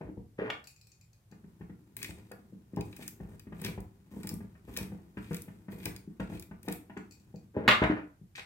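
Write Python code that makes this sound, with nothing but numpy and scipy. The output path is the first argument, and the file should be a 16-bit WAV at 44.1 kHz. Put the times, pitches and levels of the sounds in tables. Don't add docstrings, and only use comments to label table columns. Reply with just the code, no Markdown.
import sys
import numpy as np
from scipy import signal
from scipy.fft import rfft, irfft, next_fast_len
from scipy.io import wavfile
from scipy.ndimage import uniform_filter1d

SR = 44100
rng = np.random.default_rng(int(sys.argv[2]) if len(sys.argv) > 2 else 0)


def put_to_file(sound):
    columns = np.atleast_2d(sound).T
    safe = np.clip(columns, -1, 1)
    whole_steps = np.round(safe * 32767)
    wavfile.write(sys.argv[1], SR, whole_steps.astype(np.int16))


N = 372644
TIME = np.arange(N) / SR
HIT = TIME[:2 ** 15]


# start t/s, hardest t/s, let-go t/s, rise in effort/dB,
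# scrape level/dB, scrape f/Hz, creak level/dB, shell rocking level/dB
TWISTS = [(1.965, 2.05, 2.6, 2.5, -62, 8800, -60.5, -53.5),
          (2.839, 3.029, 3.26, 14.5, -59.5, 10000, -60.5, -49),
          (3.2, 3.408, 3.36, 15.5, -71, 10100, -84, -49.5),
          (3.538, 3.653, 3.864, 24.5, -53.5, 11100, -50.5, -41),
          (4.105, 4.282, 4.57, 11.5, -63, 11000, -70, -43),
          (4.641, 4.788, 5.1, 18.5, -58.5, 12000, -56, -41),
          (5.167, 5.364, 6.03, 5, -67.5, 10100, -67, -59), (5.691, 5.72, 5.86, 24, -59, 13100, -61, -44.5),
          (5.776, 5.853, 6.06, 14.5, -54, 12100, -51.5, -44.5),
          (6.197, 6.212, 6.57, -23, -72.5, 7440, -63, -56),
          (6.29, 6.373, 6.42, -2.5, -70.5, 10200, -68, -48),
          (6.624, 6.725, 6.76, 14.5, -55.5, 13000, -57.5, -51)]
# f/Hz, level/dB
SCRAPE_COLOUR = [(2500, 7), (4500, 8.5), (8000, 10.5), (8700, 15), (9400, -11), (10300, 5), (11500, 7.5),
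                 (13000, 8.5), (14700, 10), (15700, -29)]
# f/Hz, level/dB
CLIP_COLOUR = [(300, -11.5), (700, -30), (1100, -15), (1800, -6), (2200, -4), (2450, 0), (2850, -9.5),
               (3700, -8.5), (4800, -15), (8000, -42)]

def thread_scrape():
    catching = judder(rate=160, depth_db=4)
    scrape = colour(catching * slips(rate=1300, spread_db=-3), SCRAPE_COLOUR)
    creak = level(colour(catching * slips(rate=230, spread_db=5), CLIP_COLOUR), 0)

    def scrape_at(hz, width_hz=5300):
        return level(signal.lfilter(*signal.iirpeak(hz, hz / width_hz, fs=SR), scrape), 0)

    track = np.zeros(N)
    for twist in TWISTS:
        start, _, end, _, scrape_db, centre_hz, creak_db, _ = twist
        friction = undb(scrape_db) * scrape_at(centre_hz) + undb(creak_db) * creak
        track += during(start, end) * undb(effort(TIME, twist)) * friction
    start, end = 8.352, 8.4
    add(track, start, stroke(scrape_at(5500), start, end, db=-60) + stroke(creak, start, end, db=-49))
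    return track


def effort(t, twist, swell_shape=.49, release_db=60):
    start, hardest, end, swell_db = twist[:4]
    to_go = np.interp(t, [start, hardest], [1, 0])
    released = np.interp(t, [hardest, end], [0, 1])
    return -swell_db * to_go ** swell_shape - release_db * released


# t/s, snap level/dB, clip level/dB, snap's low edge f/Hz
SNAPS = [(1.9666, -29.5, -46.5, 12000), (2.016, -52, -48, 9000), (2.0288, -31.5, -40.5, 3000),
         (2.045, -41, -37, 2000), (2.3165, -46.5, -58, 2000), (2.7621, -50, -61, 4000),
         (2.809, -43.5, -46, 2000), (2.927, -60, -52, 2000), (2.9648, -42.5, -55, 8000),
         (3.0632, -53, -66, 5860), (3.0786, -32, -51, 7700), (3.3952, -48.5, -58, 3980),
         (3.616, -37.5, -54, 9000), (3.647, -31.5, -37.5, 2930), (3.6632, -41, -41, 2000),
         (3.8038, -48, -70, 6900), (4.232, -45.5, -53, 3000), (4.2712, -35, -47.5, 6100),
         (4.291, -32.5, -49.5, 6100), (4.298, -43, -55, 7100), (4.34, -38.5, -68, 8000),
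         (4.765, -39, -38, 6000), (4.7725, -28, -43.5, 2000), (4.787, -39, -44, 1990),
         (4.829, -46, -56, 3000), (5.3311, -46, -53.5, 4000), (5.3446, -35, -46, 6100),
         (5.3667, -40, -50, 5130), (5.4196, -39.5, -75, 7000), (5.8555, -29.5, -36.5, 4200),
         (5.9628, -41.5, -53, 3020), (6.3964, -41, -71, 5950), (6.424, -44, -54, 6000),
         (6.63, -48, -63, 7750), (6.684, -41, -43, 2980), (6.7243, -29, -53, 10800)]
# f/Hz, level/dB
SNAP_COLOUR = [(1500, -13), (3500, -1), (5000, 4), (7200, -1), (8700, 2), (10200, -2.5), (13000, 4.5),
               (14600, -6), (15700, 3.5)]
CLIP_NOTES = [(2350, -3, .07), (2440, 0, .1), (2510, -4, .06), (3790, -10, .04)]

def tip_snaps():
    snaps = list(SNAPS)
    for twist in TWISTS:
        start, hardest, end, _, scrape_db, _, creak_db, _ = twist
        times = moments((start + hardest) / 2, (hardest + end) / 2, count=7)
        sizes_db = effort(times, twist) + 6 + 5 * rng.standard_normal(len(times))
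        snaps += [(t, scrape_db + db, creak_db + db, 6500) for t, db in zip(times, sizes_db)]
    times, snap_db, clip_db, edges_hz = np.transpose(snaps)
    track = cracks(times, snap_db, SNAP_COLOUR, t60=.012, rise_s=.00037, edges_hz=edges_hz)
    track += cracks(times, clip_db, CLIP_COLOUR, t60=.021, rise_s=.0029)
    for start, db in zip(times, clip_db):
        add(track, start, peak(ring(CLIP_NOTES, scatter_db=2), db - 10))
    return track


# t/s, boom level/dB, boom f/Hz, hollow level/dB, rattle level/dB
KNOCKS = [(0.01, -38.5, 290, -45, -57), (.047, -38.5, 89, -71, -75), (0.089, -40, 312, -61, -76),
          (0.171, -37, 194, -50, -79.5), (1.321, -46.5, 176, -61.5, -61), (1.439, -50, 119, -62.5, -69),
          (1.609, -40, 184, -71, -57), (1.695, -42, 181, -64, -61.5), (2.091, -39.5, 85, -53, -88),
          (2.313, -50, 352, -51, -50), (2.525, -43.5, 248, -81, -91), (2.734, -37, 186, -63, -67.5),
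          (2.77, -29.5, 290, -38.5, -69), (2.784, -35, 78.4, -41.5, -57), (3.201, -39.5, 88, -52, -60),
          (3.468, -41.5, 193, -60, -62), (3.522, -40, 186, -57, -52.5), (3.648, -35.5, 100, -49, -60),
          (3.684, -43, 110, -47.5, -54), (3.776, -33.5, 100, -43, -55.5), (4.164, -36.5, 260, -52, -80),
          (4.331, -36, 192, -58, -79), (4.404, -42, 201, -57.5, -60.5), (4.55, -54, 80, -81, -63),
          (4.682, -38, 82, -66, -58.5), (4.774, -41, 176, -45.5, -46.5), (4.918, -42, 131, -51.5, -61),
          (5.17, -36, 191, -58, -46.5), (5.309, -31, 200, -43, -47.5), (5.479, -42, 182, -71, -56.5),
          (5.682, -37.5, 208, -68, -51), (5.861, -36, 180, -48, -44.5), (6.075, -38.5, 180, -75, -77),
          (6.197, -30.5, 214, -42.5, -42), (6.511, -41.5, 172, -54, -54.5),
          (6.678, -29.5, 224.5, -39.5, -44.5), (6.896, -47, 191, -78, -50.5), (6.966, -38, 302, -59, -46),
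          (7.341, -41, 188.4, -51, -84), (8.213, -47.5, 108, -89, -91), (8.379, -61, 202, -59.5, -46)]
# f/Hz, level/dB, ring time/s
SHELL_NOTES = [(75, -4.5, .15), (87, -4.5, 0.18), (102.7, 0.5, .12), (172, -3, 0.11), (196.6, 1.5, 0.055),
               (262, -1.5, 0.073), (308.7, 6, 0.033), (352, -6.5, 0.035), (440, -6, 0.079)]
# f/Hz, level/dB
HOLLOW_COLOUR = [(40, -47.5), (150, -36), (330, -2), (470, 3.5), (560, -7.5), (700, -7.5), (800, -7),
                 (1000, -13.5), (1300, -29.5), (3000, -39), (9000, -59.5)]
RATTLE_COLOUR = [(300, -22), (600, 7), (1000, 7.5), (1250, 5), (1600, 8), (2100, 2.5), (2700, -2.5),
                 (3400, -13.5), (5500, -31), (12000, -43)]
GRIP_COLOUR = [(30, -42.5), (65, -2), (110, 2), (145, -1), (190, -1.5), (260, -3.5), (330, -1),
               (450, -17.5), (600, -24), (1000, -22), (2000, -30), (5000, -38.5)]

def helmet_knocks():
    bumps, rub_gain = rocking()
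    knocks = KNOCKS + bumps
    times, _, _, hollow_db, rattle_db = np.transpose(knocks)
    track = cracks(times, hollow_db, HOLLOW_COLOUR, t60=.055, rise_s=.00086)
    track += cracks(times, rattle_db, RATTLE_COLOUR, t60=.051, rise_s=.003)
    cushion = (1 - np.exp(-HIT / .0024)) * fade(.25)
    for start, boom_db, centre_hz, _, _ in knocks:
        boom = ring(SHELL_NOTES, scatter_db=2.5, centre_hz=centre_hz, octaves=.95)
        add(track, start, peak(cushion * boom, boom_db))
    rub = level(colour(slips(rate=250, spread_db=2), GRIP_COLOUR), 0)
    return track + rub_gain * rub


def rocking(effort_share=.49, bump_hz=100):
    bumps = []
    rub_gain = undb(-66.5) * during(1.3, 7.45)
    for twist in TWISTS:
        start, _, end, *_, shell_db = twist
        times = moments(start, end, count=5)
        size, pitch = rng.standard_normal((2, len(times)))
        db = shell_db + effort_share * effort(times, twist) + 4 + 2.5 * size
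        bumps += zip(times, db, bump_hz * 2 ** (pitch / 2), db - 9.5, db - 18)
        rub_gain += during(start, end) * undb(shell_db + effort_share * effort(TIME, twist) - 7)
    return bumps, rub_gain


# t/s, crack level/dB, ring level/dB, first bounce level/dB
CLACKS = [(.501, -29.5, -65.5, -63), (7.678, -14, -27, -23.5), (7.687, -13.5, -26, -25.5),
          (7.711, -21, -27, -28), (7.838, -31.5, -42, -64)]
# f/Hz, level/dB
CLACK_COLOUR = [(200, -29), (550, -2.5), (900, -1), (1500, 4.5), (2200, 5), (3300, 0), (4000, -2),
                (4700, -14.5), (5800, -22.5), (7400, -23.5), (9500, -31), (15500, -32)]
# f/Hz, level/dB, ring time/s
TOOL_NOTES = [(615, -4, .2), (986, -10, .15), (1058, -6, .15), (1203, -7, .2), (1312, -6, .18),
              (1443, -5, .14), (1480, -6, .14), (1575, -4, .14), (1637, -9, .12), (1798, -7, .14),
              (1820, -7, .18), (2090, 2, .15), (2165, -4, .12), (2272, -8, .12), (2374, -9, .1),
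              (2774, -2, .1), (2923, -11, .1), (3173, -3, .11), (3400, -9, .07), (3946, -13, .07)]

def tool_clatter():
    contacts = []
    for start, crack_db, ring_db, bounce_db in CLACKS:
        contacts.append((start, crack_db, ring_db))
        contacts += [(t, db, db + ring_db - crack_db) for t, db in bounces(start, bounce_db)]
    times, crack_db, ring_db = np.transpose(contacts)
    track = cracks(times, crack_db, CLACK_COLOUR, t60=.024, rise_s=.0005)
    for start, db in zip(times, ring_db):
        add(track, start, peak(ring(TOOL_NOTES, scatter_db=1.5), db))
    return track


def bounces(start, db, count=3, gap_s=.008, loss_db=3):
    turn = np.arange(count)
    jitter = (rng.random(count) - .5) / 2
    return zip(start + gap_s * (turn + 1 + jitter), db - loss_db * turn)


# t/s, level/dB, centre f/Hz, spread/octaves, rattle level/dB
THUDS = [(0.39, -30, 440, 0.54, -46.5), (.413, -29.5, 440, 0.21, -61), (7.565, -24.5, 254, 1.6, -48),
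         (7.679, -20.5, 211, 0.87, -44), (7.819, -16, 250, 1.46, -26), (7.835, -30.5, 123, 0.34, -34.5),
         (7.899, -22, 302, .09, -35.5), (7.965, -46, 308, 1.2, -42)]
# start t/s, end t/s, rumble level/dB, scuff level/dB
DRAGS = [(0, 0.111, -52, -66.5), (0.377, 0.511, -45.5, -47.5), (7.537, 7.723, -40.5, -54.5),
         (7.897, 7.927, -33.5, -43.5), (7.98, 8.034, -54, -75)]
# f/Hz, level/dB, ring time/s
TABLE_NOTES = [(82, -2, .16), (123, -1, .14), (198, -5, .11), (250, -3, .08), (304, -1, .16),
               (375, -6, .11), (431, -4, .15), (470, -6, .13), (533, -9, .12), (618, -6, .16),
               (820, -9, .14), (985, -7, .1)]

def table_thuds():
    times, *_, rattle_db = np.transpose(THUDS)
    track = cracks(times, rattle_db, RATTLE_COLOUR, t60=.22, rise_s=.0034)
    hand_damping = fade(.23)
    for start, thud_db, centre_hz, octaves, _ in THUDS:
        boom = ring(TABLE_NOTES, scatter_db=1.3, centre_hz=centre_hz, octaves=octaves)
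        add(track, start, peak(hand_damping * boom, thud_db))
    friction = slips(rate=590, spread_db=0)
    rumble = signal.fftconvolve(friction, ring(TABLE_NOTES, scatter_db=.21, centre_hz=290, octaves=.99))
    scuff = colour(friction, RATTLE_COLOUR)
    for start, end, rumble_db, scuff_db in DRAGS:
        add(track, start, stroke(rumble, start, end, rumble_db) + stroke(scuff, start, end, scuff_db))
    return track


# t/s, level/dB
TICKS = [(0.641, -60), (0.6718, -51), (.6864, -72), (.7622, -63.5), (0.8128, -62), (.87, -62.5),
         (0.918, -62), (1.0116, -63.5), (1.1312, -68.5), (1.314, -67.5), (6.974, -61.5), (7.11, -58.5),
         (7.122, -60), (7.198, -70.5), (7.3588, -64.5)]
# f/Hz, level/dB
HANDLE_COLOUR = [(1500, -36.5), (2450, -5), (3300, -26.5), (4000, -2), (4500, -0.5), (5400, -3.5),
                 (7000, -0.5), (8000, -6), (9500, -17), (14000, -12.5)]
# f/Hz, level/dB, ring time/s
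HANDLE_NOTES = [(2480, -3, .03), (4430, -1, .025), (4580, 0, .03)]

def handle_ticks():
    track = cracks(*np.transpose(TICKS), HANDLE_COLOUR, t60=.0064, rise_s=.00022)
    for start, db in TICKS:
        add(track, start, peak(ring(HANDLE_NOTES, scatter_db=3), db - 7))
    return track


# f/Hz, ring time/s
ECHO_TIMES = [(80, 0.38), (300, 0.35), (1200, 0.34), (2500, 0.29), (5000, 0.24), (9000, 0.3), (15000, 0.22)]

def room_echo(early_db, early_t60, build_s):
    spectrum = rfft(diffuse(len(HIT)))
    hz = np.arange(spectrum.shape[1]) * SR / len(HIT)
    tail = 0
    for centre, t60 in ECHO_TIMES:
        band = along([(f, float(f == centre)) for f, _ in ECHO_TIMES], hz)
        tail = tail + irfft(spectrum * band) * fade(t60)
    tail *= 1 - np.exp(-HIT / build_s)
    early = diffuse(len(HIT)) * fade(early_t60) * (HIT > .0005)
    return (level(tail, 0) + level(early, early_db)) / np.sqrt(len(HIT))


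# f/Hz, level/dB
AIR_COLOUR = [(15, -39.5), (25, -2), (74, 2), (111, 7), (190, -5), (242, -16), (309, -15), (591, -21.5),
              (840, -22), (2480, -29), (3620, -31), (14800, -32), (16000, -48)]

def room_noise():
    return level(colour(diffuse(N), AIR_COLOUR), -63.5)


def ring(notes, scatter_db, centre_hz=1000., octaves=np.inf):
    out = 0
    for (hz, db, t60), (size, detune, sign) in zip(notes, rng.standard_normal((len(notes), 3))):
        nearness = np.exp(-.5 * (np.log2(hz / centre_hz) / octaves) ** 2)
        wave = np.sign(sign) * np.sin(2 * np.pi * hz * (1 + detune / 500) * HIT)
        out = out + undb(db + scatter_db * size) * nearness * fade(t60) * wave
    return out


def cracks(times, levels_db, tone, t60, rise_s, edges_hz=None, size=4096):
    response = colour(np.eye(1, size)[0], tone)
    envelope = (fade(t60) * (1 - np.exp(-HIT / rise_s)))[:size]
    track = np.zeros(N)
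    for k, noise in enumerate(rng.standard_normal((len(times), size))):
        burst = signal.fftconvolve(noise * envelope, response)
        if edges_hz is not None:
            burst = signal.lfilter(*signal.butter(2, edges_hz[k], "highpass", fs=SR), burst)
        add(track, times[k], peak(burst, levels_db[k]))
    return track


def slips(rate, spread_db):
    sizes = undb(spread_db * np.minimum(rng.exponential(size=N), 3))
    return (rng.random(N) < rate / SR) * sizes * rng.choice([-1, 1], N)


def judder(rate, depth_db):
    times = np.cumsum(rng.exponential(1 / rate, N // 100))
    return undb(depth_db * np.interp(TIME, times, rng.standard_normal(len(times))))


def stroke(friction, start, end, db):
    x = friction[int(start * SR):int(end * SR)]
    return level(x * signal.windows.tukey(len(x), .25), db)


def diffuse(size, mic_gap_m=.2):
    hz = np.arange(size // 2 + 1) * SR / size
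    likeness = np.sinc(2 * mic_gap_m / 343 * hz)
    mid, side = rfft(rng.standard_normal((2, size)))
    mid, side = mid * np.sqrt(1 + likeness), side * np.sqrt(1 - likeness)
    return irfft(np.array([mid + side, mid - side]), size) / np.sqrt(2)


def place(x, walls, wet_db, pan_db, lag_ms):
    size = next_fast_len(N + len(HIT), real=True)
    hz = np.arange(size // 2 + 1) * SR / size
    lead = np.exp(2j * np.pi * hz * lag_ms / 1000)
    direct = np.array([lead * undb(pan_db / 2), np.ones(len(hz)) * undb(-pan_db / 2)])
    echo = undb(wet_db) * rfft(walls, size)
    return irfft(rfft(x, size) * (direct + echo), size)[:, :N]


def colour(x, tone):
    size = next_fast_len(x.shape[-1] + len(HIT), real=True) * 2
    hz = np.arange(size // 2 + 1) * SR / size
    cepstrum = irfft(np.log(undb(along(tone, hz))))
    cepstrum[1:size // 2] *= 2
    cepstrum[size // 2 + 1:] = 0
    return irfft(rfft(x, size) * np.exp(rfft(cepstrum)))[..., :x.shape[-1]]


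def along(points, hz):
    f, value = np.transpose(points)
    return np.interp(np.log(np.maximum(hz, 1)), np.log(f), value)


def during(start, end):
    return np.interp(TIME, [start, start + .01, end, end + .03], [0, 1, 1, 0])


def moments(start, end, count):
    return start + (end - start) * (np.arange(count) + rng.random(count)) / count


def fade(t60):
    return np.exp(-np.log(1000) * HIT / t60)


def undb(db):
    return 10 ** (np.asarray(db) / 20)


def level(x, db):
    return x * undb(db) / np.sqrt(np.mean(x ** 2))


def peak(x, db):
    return x * undb(db) / np.sqrt(uniform_filter1d(x ** 2, 128, mode="constant").max())


def add(track, t, x):
    start = int(np.clip(t * SR, 0, N - 1))
    track[start:start + len(x)] += x[:N - start]


def scene():
    walls = room_echo(early_db=-2, early_t60=.04, build_s=.009)
    out = place(tip_snaps(), walls, wet_db=-7, pan_db=2, lag_ms=.11)
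    out += place(thread_scrape(), walls, wet_db=0, pan_db=3.5, lag_ms=.16)
    out += place(helmet_knocks(), walls, wet_db=-1, pan_db=4, lag_ms=.14)
    out += place(handle_ticks(), walls, wet_db=5, pan_db=6, lag_ms=0)
    out += place(tool_clatter(), walls, wet_db=-1, pan_db=-.7, lag_ms=0)
    out += place(table_thuds(), walls, wet_db=-5, pan_db=1.5, lag_ms=.18)
    return out + room_noise()


# f/Hz, level/dB
MIC_BALANCE = [(2500, 0), (4000, 2), (8000, 1), (10500, -0.5), (13000, 2.5)]

def record(dry):
    heard = [colour(x, [(hz, side * db / 2) for hz, db in MIC_BALANCE]) for x, side in zip(dry, (1, -1))]
    bass_cut = signal.butter(3, 48, "highpass", fs=SR, output="sos")
    top_cut = signal.ellip(10, .2, 70, 16100, fs=SR, output="sos")
    return signal.sosfilt(top_cut, signal.sosfilt(bass_cut, np.array(heard)))


dry = scene()
out = record(dry)
put_to_file(out)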